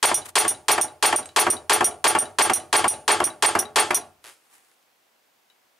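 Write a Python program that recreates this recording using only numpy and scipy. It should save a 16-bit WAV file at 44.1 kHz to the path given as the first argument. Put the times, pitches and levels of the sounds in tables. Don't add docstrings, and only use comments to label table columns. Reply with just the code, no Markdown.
import sys
import numpy as np
from scipy import signal
from scipy.fft import rfft, irfft
from scipy.io import wavfile
from scipy.ndimage import uniform_filter1d

SR = 44100
rng = np.random.default_rng(int(sys.argv[2]) if len(sys.argv) > 2 else 0)


def bounce(signal):
    frames = np.transpose(np.atleast_2d(signal))
    limited = np.clip(frames, -1, 1)
    pcm = np.round(limited * 32767).astype(np.int16)
    wavfile.write(sys.argv[1], SR, pcm)


N = 255427

# start in seconds, relative level in dB,
# treble share in dB, relative level of the shaft's clink in dB, lift of its side modes by slant in dB.
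BLOW_EVENTS = [(0.027, -10, -8, -10, 1), (0.354, -12.5, -4.5, -9.5, -1.5), (0.682, -12, -12, -14.5, 2.5),
               (1.025, -10, -11, -12, -1.5), (1.361, -9.5, -12.5, -15, 3.5), (1.695, -9, -15, -14, 2.5),
               (2.041, -9, -17, -11.5, 1.5), (2.385, -7, -19.5, -8.5, 0), (2.727, -7.5, -17, -12.5, -1),
               (3.078, -8.5, -17, -18, -5), (3.423, -10.5, -12, -11, -7.5), (3.758, -9.5, -12.5, -18, -4)]
DROP_EVENTS = [(0.112, -13.5, -28.5, -13.5, 3), (0.447, -14, -19, -11, -2), (0.778, -13.5, -12, -15, -0.5),
               (1.125, -12, -8, -13.5, -4.5), (1.465, -8.5, -25, -12, -3),
               (1.806, -8.5, -16.5, -10.5, -0.5), (2.149, -8, -13.5, -11.5, -3.5),
               (2.496, -10, -8, -11.5, 1), (2.841, -9, -11, -7, -1.5), (3.201, -9, -14, -13, -1),
               (3.550, -9, -14.5, -28, 11), (3.905, -12, -5.5, -18.5, 8)]
# frequency in Hz, relative spectral level in dB, early T60 in seconds.
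BLOW_SPECTRUM = [(40, -41.5, 0.17), (99, -29, 0.81), (191, -31.5, 0.13), (343, -16.5, 0.29),
                 (500, -14.5, 0.37), (870, -10.5, 0.12), (1290, -11.5, 0.47), (2960, -15, 0.052),
                 (6500, -19, 0.068), (9300, -16.5, 0.16), (10950, -23, .09), (12700, -34, .08),
                 (16010, -44, .06)]
DROP_SPECTRUM = [(40, -51.5, 1), (82.4, -25.5, 0.8), (167, -20, 0.39), (340, -6.5, 0.22),
                 (415, -12.5, 0.015), (700, -2, 0.09), (1070, -4.5, 0.041), (2380, -9, 0.054),
                 (3980, -21, 0.025), (6350, -25.5, 0.045), (11000, -23, 0.049), (14600, -57.5, 0.018)]
CLINK_SPECTRUM = [(300, -29.5, .05), (2930, -7.5, 0.067), (8340, -15.5, 0.036), (9000, -2.5, .06),
                  (10100, -1.5, .06), (10700, -14.5, .04), (15090, -35, .03)]
TICK_SPECTRUM = [(40, -52.5, .05), (150, -26.5, .05), (350, -2, .05), (1200, 1.5, 0.029),
                 (2800, -0.5, 0.013), (6000, -6, 0.0072), (10900, -4.5, .008), (15000, -25, .008)]
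# frequency in Hz, bandwidth in Hz, gain in dB.
CASE_RESONANCES = [(88, 14, 6), (135, 15, -1), (238, 30, -2), (345, 40, -4), (385, 20, -2), (423, 14, 12),
                   (615, 22, 2), (695, 20, -3), (760, 32, 1.5), (854, 46, 7), (954, 24, 4), (1046, 24, 4),
                   (1122, 26, 7), (1240, 30, -3), (1375, 30, -2), (1605, 35, 1), (1765, 25, -1),
                   (1805, 18, 1), (2110, 35, -6), (2350, 45, -3), (2630, 30, -5), (2756, 32, -1),
                   (3065, 50, -3), (3260, 120, 2), (4350, 150, -1), (4828, 35, 1)]
# frequency in Hz, relative level in dB, T60 in seconds.
SHAFT_MODES = [(3480, -19, .11), (5443, -14, .095), (5835, -3, .095), (6597, -10, .09), (8043, -25, .12),
               (8789, 0, .085), (9300, -11, .08), (9356, -2, .08), (9975, -8, .075), (10022, -5, .105),
               (11665, -18, .1), (13350, -4, .075), (13717, -7, .07), (13952, -12, .08)]
WOOD_MODES = [(55, -30.5, 0.11), (88, -20.5, .2), (221.3, -14, .12), (357.9, -2.5, .13)]
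SPANNER_MODES = [(2980, -3, .16), (3860, 2, .09), (3950, 1, .08), (4520, -10, .12), (6600, -5, .12),
                 (8120, 0, .07), (9700, -3, .06)]
# frequency in Hz, gain in dB.
FAR_STOP_GAINS = [(6000, -19.5), (8800, -11.5), (9350, -9.5), (10000, -13.5), (13500, -19.5)]
NEAR_STOP_GAINS = [(6000, -14.5), (8800, -7), (9350, -6.5), (10000, -10), (13500, -17.5)]
# start in seconds, relative level in dB, favoured frequency in Hz.
TOOL_TIPS = [(1.257, -32, 8100), (1.29, -37.5, 3300), (5.5, -51.5, 2850)]
# midpoint in seconds, length in seconds, relative level in dB.
GLOVE_RUBS = [(0.261, 0.019, -36.5), (0.292, 0.026, -40), (4.269, 0.067, -55), (4.32, 0.061, -57),
              (4.544, 0.046, -59), (4.58, 0.36, -63)]
# start in seconds, relative level in dB.
HANDLING_TICKS = [(4.715, -50), (4.8274, -54.5)]
# frequency in Hz, relative spectral level in dB.
GLOVE_SPECTRUM = [(88, -55.5), (150, -26), (352, -6), (681, -10.5), (736, -1), (1940, -3), (3760, -10.5),
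                  (5650, -11.5), (9540, -4.5), (15500, -20)]
AIR_SPECTRUM = [(25, -25), (60, -18.5), (140, -13.5), (230, -6.5), (420, -4), (800, 0), (1200, -4),
                (2600, -6.5), (4000, -9.5), (10000, -15.5), (16000, -15.5)]
# frequency in Hz, T60 in seconds.
ROOM_DECAY = [(80, .8), (400, 0.44), (1100, 0.33), (3000, 0.25), (8000, 0.34), (15000, 0.073)]
# frequency in Hz, coherence.
CONTACT_COHERENCE = [(60, .99), (250, .97), (500, .96), (1000, .9), (2000, .84), (4000, .88), (8000, .94),
                     (15000, .96)]
AIR_COHERENCE = [(60, 0.7), (240, 0.65), (950, 0.09), (3770, 0.34), (15000, 1)]
# frequency in Hz, lead of the left in radians.
LEFT_LEAD = [(60, .1), (250, .4), (600, .48), (2300, .2), (16000, 0)]

TAIL = int(.55 * SR) // 100 * 100
TAIL_T = np.arange(TAIL) / SR
BUILD_CYCLES = 0.71
BOUNCE_S, BOUNCE_LOSS_DB = 0.065, 19
JUMP_S, JUMP_LOSS_DB, JUMP_HZ = .104, 27.5, 4170
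JITTER_S = 0.0046
TRAVEL_TIGHT_S, TRAVEL_LOOSE_S, LOOSEN_S = .028, .0385, 1.5
MAIN_LOW_HZ, MAIN_HIGH_HZ = 8500, 9500
PEEL_START_S, PEEL_GAP_S, PEEL_DB, PEEL_FADE_DB_PER_S = 4.2415, 0.0074, -32, 69


def mallet_blows():
    return knocks(BLOW_EVENTS, BLOW_SPECTRUM, room_db=-11, fresh_share=0.1, rise_s=.0016,
                  brightening=0.51, split_hz=2600, crack_db=-14, crack_s=0.0025)


def case_drops():
    contacts = []
    for start, db, treble_db, *_ in DROP_EVENTS:
        rebound = start + BOUNCE_S + JITTER_S * rng.standard_normal()
        contacts += [(start, db, treble_db), (rebound, db - BOUNCE_LOSS_DB, treble_db)]
    return knocks(contacts, DROP_SPECTRUM, room_db=-21, fresh_share=0.61, rise_s=.0024,
                  brightening=0.48, split_hz=1500, crack_db=-15, crack_s=0.0071)


def knocks(events, spectrum, room_db, fresh_share, rise_s, brightening, split_hz, crack_db, crack_s):
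    out = np.zeros((2, N))
    shared = burst(spectrum, room_db)
    usual_treble_db = np.median(np.array(events)[:, 2])
    crack = 1 + from_db(crack_db) * np.exp(-TAIL_T / crack_s)
    lowpass = signal.butter(1, split_hz, fs=SR, output="sos")
    for start, db, treble_db, *_ in events:
        fresh = burst(spectrum, room_db)
        hit = onset(rise_s) * (np.sqrt(1 - fresh_share) * shared + np.sqrt(fresh_share) * fresh)
        low = signal.sosfilt(lowpass, hit)
        treble_gain = crack * from_db(brightening * (treble_db - usual_treble_db))
        add(out, start, from_db(db) * (low + treble_gain * (hit - low)))
    return out


def case_body(drive):
    out = drive
    for hz, bandwidth, db in CASE_RESONANCES:
        radius = np.exp(-np.pi * bandwidth / SR)
        forward = np.array([1, 0, -1]) * (1 - radius ** 2) / 2
        feedback = [1, -2 * radius * np.cos(2 * np.pi * hz / SR), radius ** 2]
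        out = out + from_db(db) * signal.lfilter(forward, feedback, drive + 1e-18)
    return out


def crankshaft(jolts, stop_gains, lag_s, chatter_db, room_db, ring_db=17):
    out = np.zeros((2, N))
    hz = np.array(SHAFT_MODES)[:, 0]
    side_modes = (hz < MAIN_LOW_HZ) | (hz > MAIN_HIGH_HZ)
    for start, _, _, db, slant_db in jolts:
        weights_db = at_hz(stop_gains, hz)[0] + slant_db * side_modes
        tone = ring(SHAFT_MODES, weights_db, room_db, spread_db=1.5, waver=.3, waver_hz=200)
        chatter = from_db(slant_db / 2) * burst(CLINK_SPECTRUM, room_db=-27.5)
        clink = from_db(ring_db) * tone + from_db(chatter_db) * chatter
        travel_s = TRAVEL_LOOSE_S - (TRAVEL_LOOSE_S - TRAVEL_TIGHT_S) * np.exp(-start / LOOSEN_S)
        add(out, start + travel_s + lag_s, from_db(db) * onset(rise_s=.0018) * clink)
    return out


def wood_thumps(thump_db, rise_s):
    out = np.zeros((2, N))
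    for start, db, *_ in DROP_EVENTS:
        thump = ring(WOOD_MODES, np.zeros(len(WOOD_MODES)), room_db=-24,
                     spread_db=1.2, waver=.15, waver_hz=40)
        add(out, start, from_db(db + thump_db) * onset(rise_s) * thump)
    return out


def spanners(ring_db, tick_db, falloff_db_per_octave):
    out = np.zeros((2, N))
    mode_hz = np.array(SPANNER_MODES)[:, 0]
    jumps = [(start + JUMP_S + JITTER_S * rng.standard_normal(), db - JUMP_LOSS_DB, JUMP_HZ)
             for start, db, *_ in DROP_EVENTS]
    for start, db, favoured_hz in jumps + list(TOOL_TIPS):
        weights_db = -falloff_db_per_octave * abs(np.log2(mode_hz / favoured_hz))
        tone = ring(SPANNER_MODES, weights_db, room_db=-29.5, spread_db=5.5, waver=0.1, waver_hz=180)
        tick = burst(TICK_SPECTRUM, room_db=-23)
        rattle = from_db(ring_db) * tone + from_db(tick_db) * tick
        add(out, start, from_db(db) * onset(rise_s=0.00023) * rattle)
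    return out


def glove(tick_db, grain_db, snap_count):
    t = np.arange(N) / SR
    grain = unit_rms(uniform_filter1d(rng.standard_normal(N), size=90))
    slide = sum(from_db(db) * np.exp(-(2 * (t - middle) / length) ** 2)
                for middle, length, db in GLOVE_RUBS)
    out = slide * from_db(grain_db * grain) * stereo_noise(N, AIR_COHERENCE, GLOVE_SPECTRUM)
    gaps = PEEL_GAP_S * (.5 + rng.random(snap_count))
    delays = np.cumsum(gaps) - gaps[0]
    snaps = [(PEEL_START_S + delay, PEEL_DB - PEEL_FADE_DB_PER_S * delay) for delay in delays]
    for start, db in snaps + list(HANDLING_TICKS):
        add(out, start, from_db(db + tick_db) * burst(TICK_SPECTRUM, room_db=-20.5))
    return out


def still_air(level_db):
    return from_db(level_db) * stereo_noise(N, AIR_COHERENCE, AIR_SPECTRUM)


def burst(spectrum, room_db):
    hz = np.fft.rfftfreq(TAIL, 1 / SR)
    noise = rfft(stereo_noise(TAIL, CONTACT_COHERENCE))
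    centres = np.geomspace(60, 15000, 9)
    decaying = 0
    for centre, selector in zip(centres, np.eye(len(centres))):
        band = irfft(noise * np.interp(hz, centres, selector), TAIL)
        build = 1 - np.exp(-TAIL_T * centre / BUILD_CYCLES)
        early = from_db(-60 * TAIL_T / at_hz(spectrum, centre)[1])
        decaying = decaying + band * build * np.hypot(early, room_decay(centre, room_db))
    bins = rfft(decaying)
    power = uniform_filter1d(np.mean(abs(bins) ** 2, axis=0), size=27)
    coloured = irfft(bins / np.sqrt(power + 1e-12) * from_db(at_hz(spectrum, hz)[0]), TAIL)
    faded = coloured * np.clip(5 - 6 * TAIL_T / TAIL_T[-1], 0, 1)
    return faded / np.sqrt(np.mean(faded[:, :SR // 100] ** 2))


def ring(modes, weights_db, room_db, spread_db, waver, waver_hz):
    out = 0
    for (hz, db, t60), weight_db in zip(modes, weights_db):
        decay = from_db(-60 * TAIL_T / t60) + room_decay(hz, room_db)
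        knots = rng.standard_normal((2, 400)) + 1j * rng.standard_normal((2, 400))
        scatter = np.array([np.interp(TAIL_T * waver_hz, np.arange(len(k)), k) for k in knots])
        scatter = scatter + scatter[::-1] / 2
        wave = np.real((1 + waver * scatter) * np.exp(2j * np.pi * (hz * TAIL_T + rng.random())))
        gain = from_db(db + weight_db + spread_db * rng.standard_normal((2, 1)))
        out = out + gain * decay * wave
    return out


def onset(rise_s):
    return 1 - np.exp(-(TAIL_T / rise_s) ** 2)


def room_decay(hz, room_db):
    return from_db(room_db - 60 * TAIL_T / at_hz(ROOM_DECAY, hz)[0])


def stereo_noise(size, coherence, spectrum=None):
    hz = np.fft.rfftfreq(size, 1 / SR)
    mid, side = rfft(rng.standard_normal((2, size)))
    alike = np.clip(at_hz(coherence, hz)[0], 0, 1)
    sign = np.array([[1], [-1]])
    pair = np.sqrt(1 + alike) * mid + np.sqrt(1 - alike) * side * sign
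    phase_shift = np.exp(.5j * sign * at_hz(LEFT_LEAD, hz)[0])
    colour = 1 if spectrum is None else from_db(at_hz(spectrum, hz)[0])
    return unit_rms(irfft(pair * phase_shift * colour, size))


def from_db(db):
    return 10 ** (np.asarray(db) / 20)


def unit_rms(x):
    return x / np.sqrt(np.mean(x ** 2) + 1e-20)


def at_hz(rows, hz):
    freqs, *columns = np.transpose(rows)
    return [np.interp(np.log(hz + 1), np.log(freqs + 1), column) for column in columns]


def add(out, start_s, sound):
    start = max(round(start_s * SR), 0)
    out[:, start:start + sound.shape[1]] += sound[:, :N - start]


def limiter(x, ceiling_db, release_db_per_s, treble_db):
    sensed = x ** 2 + (from_db(treble_db) * np.diff(x, prepend=0)) ** 2
    power = uniform_filter1d(np.mean(sensed, axis=0), size=132)
    excess_db = np.maximum(10 * np.log10(np.maximum(power, 1e-12)) - ceiling_db, 0)
    recovery_db = release_db_per_s * np.arange(N) / SR
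    duck_db = np.maximum.accumulate(excess_db + recovery_db) - recovery_db
    return x * from_db(-uniform_filter1d(duck_db, size=64))


def scene():
    case = case_body(from_db(-1.5) * mallet_blows() + from_db(-7) * case_drops())
    thrown = crankshaft(BLOW_EVENTS, FAR_STOP_GAINS, lag_s=0, chatter_db=-7, room_db=-40.5)
    returned = crankshaft(DROP_EVENTS, NEAR_STOP_GAINS, lag_s=.0012, chatter_db=-4, room_db=-42)
    shaft = (thrown + returned) * from_db([[-0.92], [0.92]])
    bench = wood_thumps(thump_db=-8, rise_s=0.0099)
    tools = spanners(ring_db=-9, tick_db=-12, falloff_db_per_octave=17)
    grip = glove(tick_db=-13.5, grain_db=2, snap_count=8)
    return case + shaft + bench + tools + grip + still_air(level_db=-64.5)


def record(dry):
    held = limiter(dry, ceiling_db=-14, release_db_per_s=430, treble_db=-3.5)
    cutoff_hz = 15600
    return signal.sosfilt(signal.ellip(10, .1, 80, cutoff_hz, fs=SR, output="sos"), held)


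dry = scene()
out = record(dry)
bounce(out)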